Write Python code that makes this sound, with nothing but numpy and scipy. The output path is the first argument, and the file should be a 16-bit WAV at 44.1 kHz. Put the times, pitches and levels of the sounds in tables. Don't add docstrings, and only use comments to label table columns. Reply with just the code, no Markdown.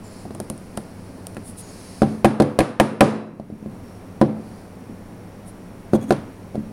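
import sys
import numpy as np
from scipy import signal
from scipy.fft import rfft, irfft
from scipy.io import wavfile
from scipy.ndimage import uniform_filter1d

SR = 44100
rng = np.random.default_rng(int(sys.argv[2]) if len(sys.argv) > 2 else 0)


def materialize(psi):
    bounded = np.clip(np.atleast_2d(psi).T, -1, 1)
    quanta = np.round(bounded * 32767).astype(np.int16)
    wavfile.write(sys.argv[1], SR, quanta)


N = 296352
TIME_S = np.arange(N) / SR
RING_S = np.arange(SR) / SR

# freq_hz, relative_db
VENT_SPECTRUM = [(20, 6.5), (55, -8), (80, -2.5), (100, -0.5), (140, -7), (190, -0.5), (255, -4.5),
                 (320, -8), (500, -10), (800, -16.5), (1500, -25.5), (2400, -29.5), (4000, -45)]
# pitch_hz, rms_db
FAN_TONES = [(100, -47), (183, -47.5), (259, -51.5)]
# freq_hz, relative_db
HISS_SPECTRUM = [(20, 31), (50, 23.5), (150, -4), (1000, 13), (2300, 5), (3300, 2.5), (4600, 4),
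                 (5200, -0.5), (5550, 8.5), (6000, 1.5), (7000, -1.5), (8500, -0.5), (9700, 7), (11000, -4),
                 (13000, -4.5), (16000, -12)]
# freq_hz, t60_s
OFFICE_DECAY = [(100, 0.54), (250, 0.54), (800, 0.52), (2000, 0.5), (5000, 0.39), (12000, 0.32)]

# centre_s, half_length_s, level_db
FINGER_SLIPS = [(1.483, 0.038, -43), (1.591, 0.016, -37), (1.614, .009, -46), (5.485, 0.02, -46.5)]
# freq_hz, relative_db
SLIP_SPECTRUM = [(2000, -23), (4000, -9.5), (7000, -11), (8500, 0), (9900, 9), (11000, -7), (13000, -11),
                 (16000, -21)]
# centre_s, half_length_s, level_db, squeak_hz (a
# thin whistle for a breath), squeak_relative_db
SLIDES_AND_BREATHS = [(0.061, 0.026, -58, 7280, 4), (0.17, 0.088, -54.5, 7280, -10), (0.9, 1, -58.5, 7500, -22),
                      (1.65, 0.062, -72.5, 6730, 20), (1.904, 0.28, -49, 6410, -13),
                      (3.923, 0.092, -64.5, 5500, -1), (4.518, 0.17, -60, 4700, -9)]
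# freq_hz, relative_db
SWELL_SPECTRUM = [(2500, -6), (3600, -11), (4300, -0.5), (5400, -1.5), (6200, -8.5), (8500, -6.5),
                  (9800, 1.5), (11000, -9.5), (13000, -20), (16000, -24)]

# centre_s, half_length_s, level_db
PEG_SKIDS = [(5.95, 0.015, -48), (6.031, 0.021, -58), (6.092, 0.016, -56.5)]
# freq_hz, width_hz, level_db
PEG_SKID_MODES = [(263, 19, 27), (630, 130, -18), (3330, 38, -2), (4080, 590, -16), (6100, 150, -3),
                  (6660, 330, 0.5), (8400, 460, 2.5), (9660, 190, -3)]
# start_s, level_db
PEG_TICKS = [(0.3494, -25.5), (0.4013, -18), (0.5, -17), (0.5781, -31), (0.7721, -22), (0.7746, -17.5),
             (1.269, -18), (1.347, -32), (1.587, -36), (6.553, -37.5)]
# freq_hz, level_db, t60_s
PEG_TICK_MODES = [(665, -14.5, 0.032), (1310, -15, 0.0066), (2800, -10.5, 0.0042), (5430, -5, 0.0019),
                  (7400, -10, 0.003), (8600, -7, 0.0059), (9600, -4, 0.0084), (12000, -7, 0.0017)]

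# freq_hz, level_db, t60_s
DESK_TOP_MODES = [(97, -25, 0.28), (114.7, -28.5, 0.64), (141.5, -13, .24), (164.8, -30, 0.74),
                  (182.7, -21, 0.24), (208.7, -8.5, 0.18), (217, -16, 0.54), (250, -21.5, 0.15),
                  (285.5, -18.5, 0.33)]
# freq_hz, level_db, t60_s
SHELL_MODES = [(298.2, -15, 0.13), (333, -3.5, 0.053), (349.7, -8, 0.1), (393, -30, 0.16),
               (430, -22.5, 0.16), (497, -33, 0.51), (525.2, -21.5, 0.22), (574, -16.5, 0.13),
               (590, -41, 0.079), (616.5, -11, 0.052), (729, -32, 0.16), (734.5, -1, 0.023),
               (785.3, -15.5, 0.1), (898, -24.5, 0.13), (1004, -18.5, 0.064), (1135, -30, 0.15),
               (1237, -38, 0.27), (1505, -37, 0.097), (1647, -26.5, 0.071), (2150, -32, 0.021),
               (2380, -30, 0.047), (3930, -52, 0.59)]
# freq_hz, level_db, t60_s
PEG_SEAT_MODES = [(352.5, -10, 0.027), (590, 0, 0.016), (1360, -20.5, 0.04), (2510, -11, 0.017)]
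# freq_hz, relative_db
CLACK_SPECTRUM = [(30, 17.5), (100, -32), (250, -11), (450, 10), (750, 4.5), (900, -21.5), (1800, 0.5),
                  (3000, -13), (6000, -32), (16000, -48)]
# freq_hz, relative_db
KNOCK_ECHO_SPECTRUM = [(60, -30), (130, -5.5), (250, 10), (550, 3.5), (1000, -3.5), (2000, -14),
                       (4000, -18.5), (8000, -1.5), (16000, -27)]
# freq_hz, relative_db
CRACK_SPECTRUM = [(300, 27), (1200, 11), (2500, 1.5), (4200, 11), (6000, 3), (7800, 3.5), (9700, 12),
                  (11500, 1), (16000, -10)]
# freq_hz, relative_db
CRACK_ECHO_SPECTRUM = [(300, 3), (1200, 11.5), (2300, 2), (3100, -0.5), (4200, -2.5), (6000, -6.5),
                       (7800, -11), (9700, 1), (11500, -14), (16000, -32)]
# start_s, strength_db, bright_hz
BALL_NUDGES = [(0.2527, -26, 990), (0.3069, -24, 990), (0.351, -23.5, 920), (0.4013, -18, 980),
               (0.5015, -19, 940), (0.7753, -17.5, 1250), (1.368, -26, 2800), (1.381, -25, 420),
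               (3.336, -18, 402), (3.398, -12.5, 720), (3.501, -17.5, 560), (3.524, -16.5, 298),
               (3.626, -19, 300), (3.66, -16, 466), (4.896, -26.5, 395), (6.547, -21, 616),
               (6.5552, -16.5, 735), (6.578, -12.5, 294)]
# start_s, strength_db, hardness_octaves, second_peg_delay_s, second_peg_relative_db
BALL_BOUNCES = [(2.019, 4, -0.17, 0.013, -16.5), (2.2458, 10, 0.41, 0.0085, -9),
                (2.4004, 6, 0.19, 0.021, -11.5), (2.589, 16, 0.064, 0.016, -11),
                (2.7991, 19.5, 0.23, 0.0061, -27), (3.0075, 20, 0.4, 0.0065, -22.5),
                (4.214, 5.5, -0.21, 0.006, -29), (5.9338, -1.5, 0.14, 0.019, -14.5),
                (6.1068, 2, 0.33, 0.016, -14)]


def from_db(db):
    return 10 ** (np.asarray(db) / 20)


def at_hz(points, hz):
    freqs, values = np.transpose(points)
    return np.interp(np.log(np.maximum(hz, 1)), np.log(freqs), values)


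def noise(spectrum, size):
    gain = from_db(at_hz(spectrum, np.fft.rfftfreq(size, 1 / SR)))
    x = irfft(rfft(rng.standard_normal(size)) * gain, size)
    return x / np.std(x)


def decay(t60_s):
    return np.exp(-np.log(1000) * RING_S / t60_s)


def swells(events):
    return sum(from_db(db) * np.exp(-((TIME_S - centre_s) / half_s) ** 2)
               for centre_s, half_s, db in events)


def add(track, start_s, sound):
    start = round(start_s * SR)
    track[start:start + len(sound)] += sound[:N - start]


def resonance(x, hz, width_hz):
    y = signal.lfilter(*signal.iirpeak(hz, hz / width_hz, fs=SR), x)
    return y / np.std(y)


def lowpass(x, top_hz, order):
    return signal.sosfilt(signal.butter(order, min(top_hz, SR / 3), fs=SR, output="sos"), x)


def power(x, window_s=0.0035):
    return np.maximum(uniform_filter1d(x ** 2, round(window_s * SR)), 1e-12)


def struck(modes, alternate, spread_db):
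    spot_db = rng.normal(0, 1, len(modes)) * spread_db
    sign = -1 if alternate else 1
    return sum(sign ** k * from_db(db + spot_db[k]) * np.cos(2 * np.pi * hz * RING_S) * decay(t60_s)
               for k, (hz, db, t60_s) in enumerate(modes))


def ventilation():
    rumble = from_db(-37.5) * noise(VENT_SPECTRUM, N)
    hum = sum(from_db(db) * np.sqrt(2) * np.sin(2 * np.pi * (hz * TIME_S + rng.random()))
              for hz, db in FAN_TONES)
    hiss = from_db(-54) * noise(HISS_SPECTRUM, N)
    return rumble + hum + hiss


def office_tail(spectrum, build_s):
    bins = rfft(noise(spectrum, SR))
    hz = np.arange(SR // 2 + 1)
    edges_hz = [0, 180, 360, 720, 1400, 2800, 5600, 11000, SR]
    tail = np.zeros(SR)
    for low_hz, high_hz in zip(edges_hz, edges_hz[1:]):
        band = irfft(bins * (hz >= low_hz) * (hz < high_hz), SR)
        tail += band * decay(at_hz(OFFICE_DECAY, (low_hz + high_hz) / 2))
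    return tail * (1 - np.exp(-RING_S / build_s))


def fingers_and_breaths():
    out = noise(SLIP_SPECTRUM, N) * swells(FINGER_SLIPS)
    rub = noise(SWELL_SPECTRUM, N)
    for centre_s, half_s, db, squeak_hz, squeak_db in SLIDES_AND_BREATHS:
        squeak = resonance(rng.standard_normal(N), squeak_hz, width_hz=68)
        stroke = np.exp(-((TIME_S - centre_s) / half_s) ** 4)
        out += from_db(db) * stroke * (rub + from_db(squeak_db) * squeak)
    return out


def peg_skids(slips_per_s=2500):
    slips = rng.standard_normal(N) * (rng.random(N) < slips_per_s / SR) + 1e-18
    buzz = sum(from_db(db) * resonance(slips, hz, width_hz) for hz, width_hz, db in PEG_SKID_MODES)
    return swells(PEG_SKIDS) * buzz


def peg_ticks(trim_db=-1.5):
    out = np.zeros(N)
    for start_s, db in PEG_TICKS:
        echo = from_db(-32) * office_tail(SLIP_SPECTRUM, build_s=0.0017)
        ring = struck(PEG_TICK_MODES, alternate=True, spread_db=3.0)
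        add(out, start_s, from_db(db + trim_db) * (ring + echo))
    return out


def peg_crack(bright_hz, onset_hz=944):
    gain = from_db(3) / (1 + (onset_hz / bright_hz) ** 2.8)
    burst = from_db(-11) * noise(CRACK_SPECTRUM, SR) * decay(t60_s=0.034)
    echo = from_db(-32.5) * office_tail(CRACK_ECHO_SPECTRUM, build_s=0.0017)
    return gain * lowpass(burst + echo, 5.7 * bright_hz, order=1)


def knock(bright_hz, shell_db=0):
    boom_db = -0.4 - 3.0 * np.log2(bright_hz / 865)
    desk = from_db(boom_db) * struck(DESK_TOP_MODES, alternate=False, spread_db=0.1)
    shell = from_db(shell_db) * struck(SHELL_MODES, alternate=True, spread_db=3.0)
    tock = struck(PEG_SEAT_MODES, alternate=False, spread_db=1.0)
    clack = from_db(-6.5) * noise(CLACK_SPECTRUM, SR) * decay(t60_s=0.045)
    echo = from_db(-22) * office_tail(KNOCK_ECHO_SPECTRUM, build_s=0.004)
    blow = desk + shell + tock + clack + echo
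    blow *= from_db(0.5) / np.sqrt(power(blow).max())
    return lowpass(blow, bright_hz, order=3) + peg_crack(bright_hz)


def ball_nudges(grip_db=-5.5):
    out = np.zeros(N)
    for start_s, db, bright_hz in BALL_NUDGES:
        add(out, start_s, from_db(db) * knock(bright_hz, shell_db=grip_db))
    return out


def ball_bounces(base_hz=686, octaves_per_db=0.0968, second_peg_ratio=1.57):
    out = np.zeros(N)
    for start_s, db, hardness_octaves, delay_s, second_db in BALL_BOUNCES:
        bright_hz = base_hz * 2 ** (octaves_per_db * db + hardness_octaves)
        add(out, start_s, from_db(db) * knock(bright_hz))
        add(out, start_s + delay_s, from_db(db + second_db) * knock(second_peg_ratio * bright_hz))
    return out


def scene():
    ball = ball_bounces() + ball_nudges() + peg_ticks() + peg_skids()
    return (ball + fingers_and_breaths() + ventilation())[None]


def gain_control(x, threshold_db=-2.3, recover_db_per_s=26.5):
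    over_db = np.maximum(10 * np.log10(power(x)) - threshold_db, 0)
    recovery_db = recover_db_per_s * TIME_S
    duck_db = np.maximum.accumulate(over_db + recovery_db, axis=-1) - recovery_db
    return x * from_db(-duck_db)


def record(dry, low_cut_hz=60, clip_level=0.71, top_cut_hz=16200):
    lean = signal.sosfilt(signal.butter(1, low_cut_hz, "high", fs=SR, output="sos"), dry)
    ducked = gain_control(lean)
    clipped = ducked / (1 + (ducked / clip_level) ** 12) ** (1 / 12)
    return signal.sosfilt(signal.ellip(10, 0.1, 80, top_cut_hz, fs=SR, output="sos"), clipped)


dry = scene()
out = record(dry)
materialize(out)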